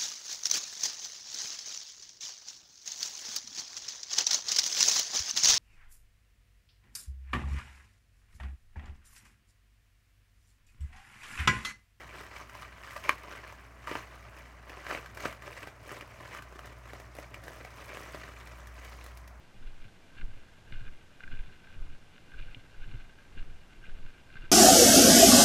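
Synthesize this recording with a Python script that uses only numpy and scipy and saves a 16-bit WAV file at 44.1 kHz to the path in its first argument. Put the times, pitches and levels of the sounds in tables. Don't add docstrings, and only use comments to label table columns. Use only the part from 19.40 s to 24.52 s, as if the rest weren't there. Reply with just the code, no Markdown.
import sys
import numpy as np
from scipy import signal
from scipy.fft import rfft, irfft
from scipy.io import wavfile
from scipy.ndimage import uniform_filter1d, map_coordinates

SR = 44100
rng = np.random.default_rng(int(sys.argv[2]) if len(sys.argv) > 2 else 0)


def wav_out(sig):
    wavfile.write(sys.argv[1], SR, np.round(np.clip(np.atleast_2d(sig).T, -1, 1) * 32767).astype(np.int16))


N = 225615
HZ = np.fft.rfftfreq(2 ** 18, 1 / SR)


def amp(db):
    return 10 ** (np.asarray(db) / 20)


def unit(x):
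    return x / np.sqrt(np.mean(x ** 2) + 1e-20)


def colour(points):
    hz, db = np.transpose(points)
    return amp(np.interp(np.log(HZ + 1), np.log(hz + 1), db))


def resonances(modes):
    return sum(amp(db) * 1j * HZ * width / (hz * hz - HZ ** 2 + 1j * HZ * width)
               for hz, width, db in modes)


def filtered(x, response):
    padded_size = 2 * (len(HZ) - 1)
    return irfft(rfft(x, padded_size) * response)[:N]


def noise(response):
    return unit(filtered(rng.standard_normal(N), response))


def even(x, size=3000):
    smoothed = uniform_filter1d(uniform_filter1d(x ** 2, size), size)
    power = np.abs(smoothed)
    return unit(x / np.sqrt(power + power.mean() / 10))


def wobble(rate):
    knots = rng.standard_normal(int(N * rate / SR) + 4)
    return map_coordinates(knots, [np.arange(N) * rate / SR])


def causal(gain, size=4096):
    coarse = gain[::2 * (len(HZ) - 1) // size]
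    cepstrum = irfft(np.log(np.maximum(coarse, 1e-6)))
    cepstrum[1:size // 2] *= 2
    cepstrum[size // 2 + 1:] = 0
    return irfft(np.exp(rfft(cepstrum)))


def add(track, s, sound):
    part = track[max(0, round(s * SR)):][:len(sound)]
    part += sound[:len(part)]


def swell(s, hold_s, rise_db_per_s, fall_db_per_s):
    t = np.arange(N) / SR
    start, end = s - hold_s / 2, s + hold_s / 2
    below_db = np.maximum(rise_db_per_s * (start - t), fall_db_per_s * (t - end))
    return amp(-np.clip(below_db, 0, 120))


def stride(times, levels_db, shape, rest_db):
    delay, *form = shape
    power = amp(rest_db) ** 2
    for s, db in zip(times, levels_db):
        power = power + (amp(db) * swell(s + delay, *form)) ** 2
    return np.sqrt(power)


# (time of mid-stance [s], sway level [dB], shudder level [dB], rustle level [dB])
FOOTSTEPS = [(0.282, -42.5, -58.5, -64.5), (0.861, -42.5, -58.5, -64.5), (1.403, -39.5, -55, -62.5),
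             (1.946, -38.5, -56.5, -61), (2.427, -39.5, -53.5, -62), (3.02, -41.5, -54.5, -62),
             (3.484, -37.5, -54.5, -61), (4.036, -39.5, -53, -64.5), (4.556, -39, -56, -61),
             (5.061, -40.5, -51.5, -62)]
# (time [s], peak level [dB], half length [s])
BODY_JOLTS = [(0.268, -32, .012), (0.42, -39, .016), (0.847, -25.5, .013), (0.945, -36, .022),
              (1.37, -30, .018), (1.488, -31, .018), (1.929, -29.5, .017), (2.003, -28, .015),
              (2.36, -39, .012), (2.419, -28.5, .013), (2.505, -38, .014), (3.002, -28.5, .015),
              (3.072, -36, .014), (3.418, -37.5, .016), (3.551, -27.5, .014), (4.012, -26.5, .016),
              (4.1, -36, .02), (4.39, -41, .012), (4.54, -28.5, .014), (4.65, -35, .018),
              (5.015, -32, .014)]
# (frequency [Hz], level [dB])
SWAY_SPECTRUM = [(2, -31), (6, 0.5), (10, 2), (16, -4), (24, -22), (33, -16), (48, -24), (70, -27.5),
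                 (130, -42), (400, -120)]
SHUDDER_SPECTRUM = [(30, -3), (55, 3.5), (85, 1), (110, 4), (145, -6), (220, -10.5), (350, -9.5),
                    (600, -24), (1500, -22), (4000, -100)]
# (middle after mid-stance [s], hold [s], rise [dB/s], fall [dB/s])
SWAY_SWELL = (0.0094, 0.16, 217, 130)
SHUDDER_SWELL = (0.056, 0.013, 33, 97)


def body(shudder_db=-3, rest_sway_db=-57.5, rest_shudder_db=-67.5):
    times, sways, shudders, _ = np.transpose(FOOTSTEPS)
    out = stride(times, sways, SWAY_SWELL, rest_sway_db) * even(noise(colour(SWAY_SPECTRUM)))
    shudder = stride(times, shudders, SHUDDER_SWELL, rest_shudder_db) * even(noise(colour(SHUDDER_SPECTRUM)))
    out += amp(shudder_db) * shudder
    for s, db, half in BODY_JOLTS:
        u = (np.arange(N) / SR - s) / half
        push = (1 - u ** 2) / (1 + u ** 2 / 3) ** 3
        out += amp(db) * push
    return out


# (time [s], relative push level [dB], push cut-off [Hz], soil pat level [dB])
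GROUND_THUDS = [(0.152, -47, 397, -55), (0.211, -48, 496, -55), (0.452, -43.5, 240, -63),
                (0.764, -50, 150, -58), (0.799, -57, 600, -48.5), (0.819, -47, 400, -51.5),
                (0.831, -39.5, 450, -54), (0.882, -43, 250, -67), (0.967, -44.5, 303, -60),
                (1.323, -38, 250, -53.5), (1.413, -40, 200, -69), (1.4238, -48, 350, -70),
                (1.475, -45.5, 300, -55), (1.839, -45, 400, -54), (1.916, -43, 500, -50),
                (1.934, -37.5, 400, -49.5), (1.993, -43.5, 300, -70), (2.08, -48.5, 400, -55),
                (2.362, -47, 121, -58), (2.453, -51, 240, -66), (2.947, -49, 300, -52),
                (2.996, -44, 300, -53), (3.168, -40.5, 300, -51), (3.477, -39, 151, -64),
                (3.535, -41, 500, -49.5), (3.543, -34, 180, -60), (3.963, -61, 354, -45),
                (3.995, -43, 500, -68), (4.48, -57, 300, -48), (4.652, -43, 201, -64),
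                (4.955, -42, 403, -54), (5.037, -52, 400, -46)]
# (frequency [Hz], width [Hz], gain [dB])
MOUNT_MODES = [(50, 13, 0.5), (104.6, 22, 5), (182, 91, -37.5)]


def thuds(level_db=-2, pat_hz=175, pat_width_hz=160, pat_t60_s=0.069, pat_attack_s=0.0021):
    out, t = np.zeros(N), np.arange(SR // 4) / SR
    mount = resonances(MOUNT_MODES)
    soil = noise(resonances([(pat_hz, pat_width_hz, 0)]) ** 2)
    fade = amp(-60 * t / pat_t60_s) * (1 - np.exp(-t / pat_attack_s))
    fade_rms = np.sqrt(np.mean(fade ** 2))
    for s, db, soft_hz, pat_db in GROUND_THUDS:
        cushion = (1 + 1j * HZ[::8] / soft_hz) ** 2
        push = irfft(mount[::8] / cushion)[:len(t)]
        push = push / np.abs(push).max()
        soil_here = np.roll(soil, -round(s * SR))[:len(t)]
        pat = unit(soil_here * fade) * fade_rms
        add(out, s, amp(pat_db) * pat - amp(db + level_db) * push)
    return out


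# (time of the middle [s], relative level [dB], hold [s], brightness [dB])
LEAF_CRUNCHES = [(0.217, -60, 0.017, -8), (0.278, -60.5, 0.027, 2.5), (0.412, -66.5, .006, -4.5),
                 (0.452, -67, 0.019, 9), (0.765, -60, 0.021, -7), (0.8, -60.5, 0.033, 1),
                 (0.982, -68, .006, 3), (1.342, -56, 0.038, 1), (1.43, -55, 0.013, -2),
                 (1.478, -55, 0.016, -3), (1.745, -63.5, 0.06, 0), (1.923, -51, 0.014, -4),
                 (1.958, -54, 0.03, -4), (2.078, -59, 0.021, -5), (2.28, -61, 0.087, -7),
                 (2.775, -65, 0.048, 7.5), (2.94, -53, 0.0063, -8), (3.023, -54.5, 0.054, 2.5),
                 (3.09, -57, 0.011, -11.5), (3.441, -56.5, 0.01, 1), (3.501, -60.5, 0.018, 5),
                 (3.541, -61.5, 0.0083, -5), (3.81, -58, 0.023, -7), (4.003, -57, 0.053, 0.5),
                 (4.455, -54, 0.023, -5), (4.493, -58.5, 0.026, -7), (4.647, -68, 0.0055, -4),
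                 (4.669, -61.5, 0.0099, 2.5), (4.934, -60.5, .006, 2), (4.971, -55, 0.011, -2.5),
                 (5.046, -52, 0.017, -4.5)]
# (rise [dB/s], fall [dB/s])
CRUNCH_EDGES = (500, 630)
# (middle after mid-stance [s], hold [s], rise [dB/s], fall [dB/s])
RUSTLE_SWELL = (.01, .18, 40, 45)


def tread(rest_rustle_db=-75.5):
    times, _, _, rustles = np.transpose(FOOTSTEPS)
    dull = bright = stride(times, rustles, RUSTLE_SWELL, rest_rustle_db) ** 2
    for s, db, hold, bright_db in LEAF_CRUNCHES:
        power = (amp(db) * swell(s, hold, *CRUNCH_EDGES)) ** 2
        dull = dull + power
        bright = bright + power * amp(bright_db) ** 2
    return np.sqrt(dull), np.sqrt(bright)


def litter(level_db=-1, snaps_per_s=1100, snap_spread_db=2.8, clump_db=2.3, split_hz=1900, order=12):
    dull, bright = tread()
    density = snaps_per_s * np.sqrt(dull / dull.max())
    snaps = rng.random(N) < density / SR
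    sizes = amp(snap_spread_db * np.minimum(rng.exponential(size=N), 3))
    signs = rng.choice([-1, 1], N)
    clumped = snaps * signs * sizes / np.sqrt(density) * amp(clump_db * wobble(60))
    crackle = through_case(clumped)
    lower = filtered(crackle, 1 / (1 + (HZ / split_hz) ** order))
    upper = crackle - lower
    return amp(level_db) * (dull * lower + bright * upper)


# (time [s], relative level [dB], twig pitch [Hz], pitch spread [octaves], crumble time to -60 dB [s])
TWIG_CRACKS = [(0.7985, -47, 1900, .4, .014), (0.8122, -40, 2320, .14, .018), (0.8155, -40, 1560, .12, .02),
               (1.3235, -42.5, 2400, .8, .008), (1.3248, -39.5, 2080, .14, .012),
               (1.356, -42, 1600, .25, .028), (1.467, -49, 1580, .2, .016), (1.483, -44.5, 1600, .3, .02),
               (1.8055, -38.5, 1550, .36, .013), (1.8355, -40.5, 2300, .3, .018),
               (1.8372, -36.5, 1580, .3, .024), (1.877, -36.5, 1580, .4, .013),
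               (1.9165, -43.5, 1750, .6, .014), (1.925, -44.5, 2650, .3, .012),
               (1.9725, -45, 2650, .3, .008), (1.9915, -42, 2200, .7, .016), (2.091, -48, 1600, .25, .016),
               (2.2715, -43.5, 1650, .7, .012), (2.78, -44.5, 2000, .8, .016),
               (2.937, -38, 1600, .17, .025), (3.0115, -47, 2250, .25, .014),
               (3.0245, -43, 2500, .35, .018), (3.539, -46.5, 2250, .5, .022),
               (3.9765, -40.5, 1750, .55, .018), (3.984, -46, 2800, .4, .022),
               (3.995, -45, 2600, .45, .018), (4.4545, -44, 2350, .3, .024), (4.466, -48, 2700, .3, .016),
               (4.493, -45, 1560, .2, .016), (4.587, -48.5, 1600, .3, .018),
               (4.6637, -44.5, 1600, .5, .018), (4.9025, -45, 2300, .6, .012),
               (4.9555, -39.5, 1650, .45, .016), (4.969, -44, 1560, .2, .02)]


def cracks(level_db=-1.5, broadband_db=-14, crumble=.13):
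    out, t = np.zeros(N), np.arange(SR // 16) / SR
    shell = np.abs(case() + leak())
    for s, db, hz, spread, life in TWIG_CRACKS:
        force = crumble * rng.standard_normal(len(t)) * amp(-60 * t / life)
        force[0] += 1
        octaves_off = np.log2((HZ + 1) / hz)
        twig = np.exp(-(octaves_off / spread) ** 2 / 2) + amp(broadband_db)
        ring = signal.fftconvolve(force, causal(shell * twig))
        strength = np.sqrt(np.sum(ring ** 2) / (SR / 1000))
        add(out, s, amp(db + level_db) * ring / strength)
    return out


# (time [s], relative level [dB])
TIP_CLICKS = [(3.1464, -35)]
# (frequency [Hz], relative level [dB], decay to -60 dB [s])
TIP_RINGS = [(2410, -3.5, 0.021), (2850, -1, 0.022), (3100, 15, 0.0032), (3560, -5, 0.0027)]


def pole_tip(level_db=2, bounce_s=0.00195, bounce_db=-10, contact_s=0.00064, case_db=-9):
    out, t = np.zeros(N), np.arange(SR // 20) / SR
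    click = sum(amp(db - 60 * t / t60) * np.cos(2 * np.pi * hz * t) for hz, db, t60 in TIP_RINGS)
    click = click * (1 - np.exp(-t / contact_s))
    click = click / np.abs(click).max()
    for s, db in TIP_CLICKS:
        add(out, s, amp(db + level_db) * click)
        add(out, s + bounce_s, amp(db + level_db + bounce_db) * click)
    return filtered(out, muffled() + amp(case_db) * case())


# (frequency [Hz], level [dB])
HISS_SPECTRUM = [(15, -22.5), (40, -8.5), (70, -7), (150, -7.5), (400, -15.5), (700, -17), (1200, -21.5),
                 (2000, -21.5), (3200, -24.5), (4500, -29), (7000, -33), (10000, -39), (13000, -43.5),
                 (15000, -49)]


def background(hiss_db=-60, air_db=-76):
    hiss = amp(hiss_db) * noise(colour(HISS_SPECTRUM))
    air = amp(air_db) * through_case(rng.standard_normal(N))
    return hiss + air


def muffled(wall_hz=4000, order=7):
    return signal.freqs(*signal.butter(order, 1, analog=True), HZ / wall_hz)[1]


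# (frequency [Hz], width [Hz], gain [dB])
CASE_MODES = [(1465, 75, -11.5), (1560, 78, 4), (1606, 49, -6.5), (2092, 115, -5.5), (2416, 186, -4),
              (2746, 75, -3), (2842, 55, -9), (3420, 174, -13), (4000, 410, -18.5)]


def case(stiff_hz=1050, modes=CASE_MODES):
    stiff = signal.freqs(*signal.butter(2, 1, "high", analog=True), HZ / stiff_hz)[1]
    return resonances(modes) * stiff * muffled()


# (frequency [Hz], gain [dB])
LEAK_SPECTRUM = [(100, -37), (400, -27), (1100, -36.5), (2000, -56), (4500, -63), (15000, -60)]


def leak():
    return colour(LEAK_SPECTRUM) * muffled()


def through_case(x, tint_db=6, flicker_db=1.4, flicker_per_s=40):
    out = filtered(x, leak())
    for mode in CASE_MODES:
        tinted = x * amp(tint_db * rng.uniform(-1, 1, N))
        ring = filtered(tinted, case(modes=[mode]))
        out += ring * amp(flicker_db * wobble(flicker_per_s))
    return unit(out)


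def scene():
    return (body() + thuds() + litter() + cracks() + pole_tip() + background())[None]


def record(dry, top_hz=15100):
    return np.array([filtered(x, HZ < top_hz) for x in dry])


dry = scene()
out = record(dry)
wav_out(out)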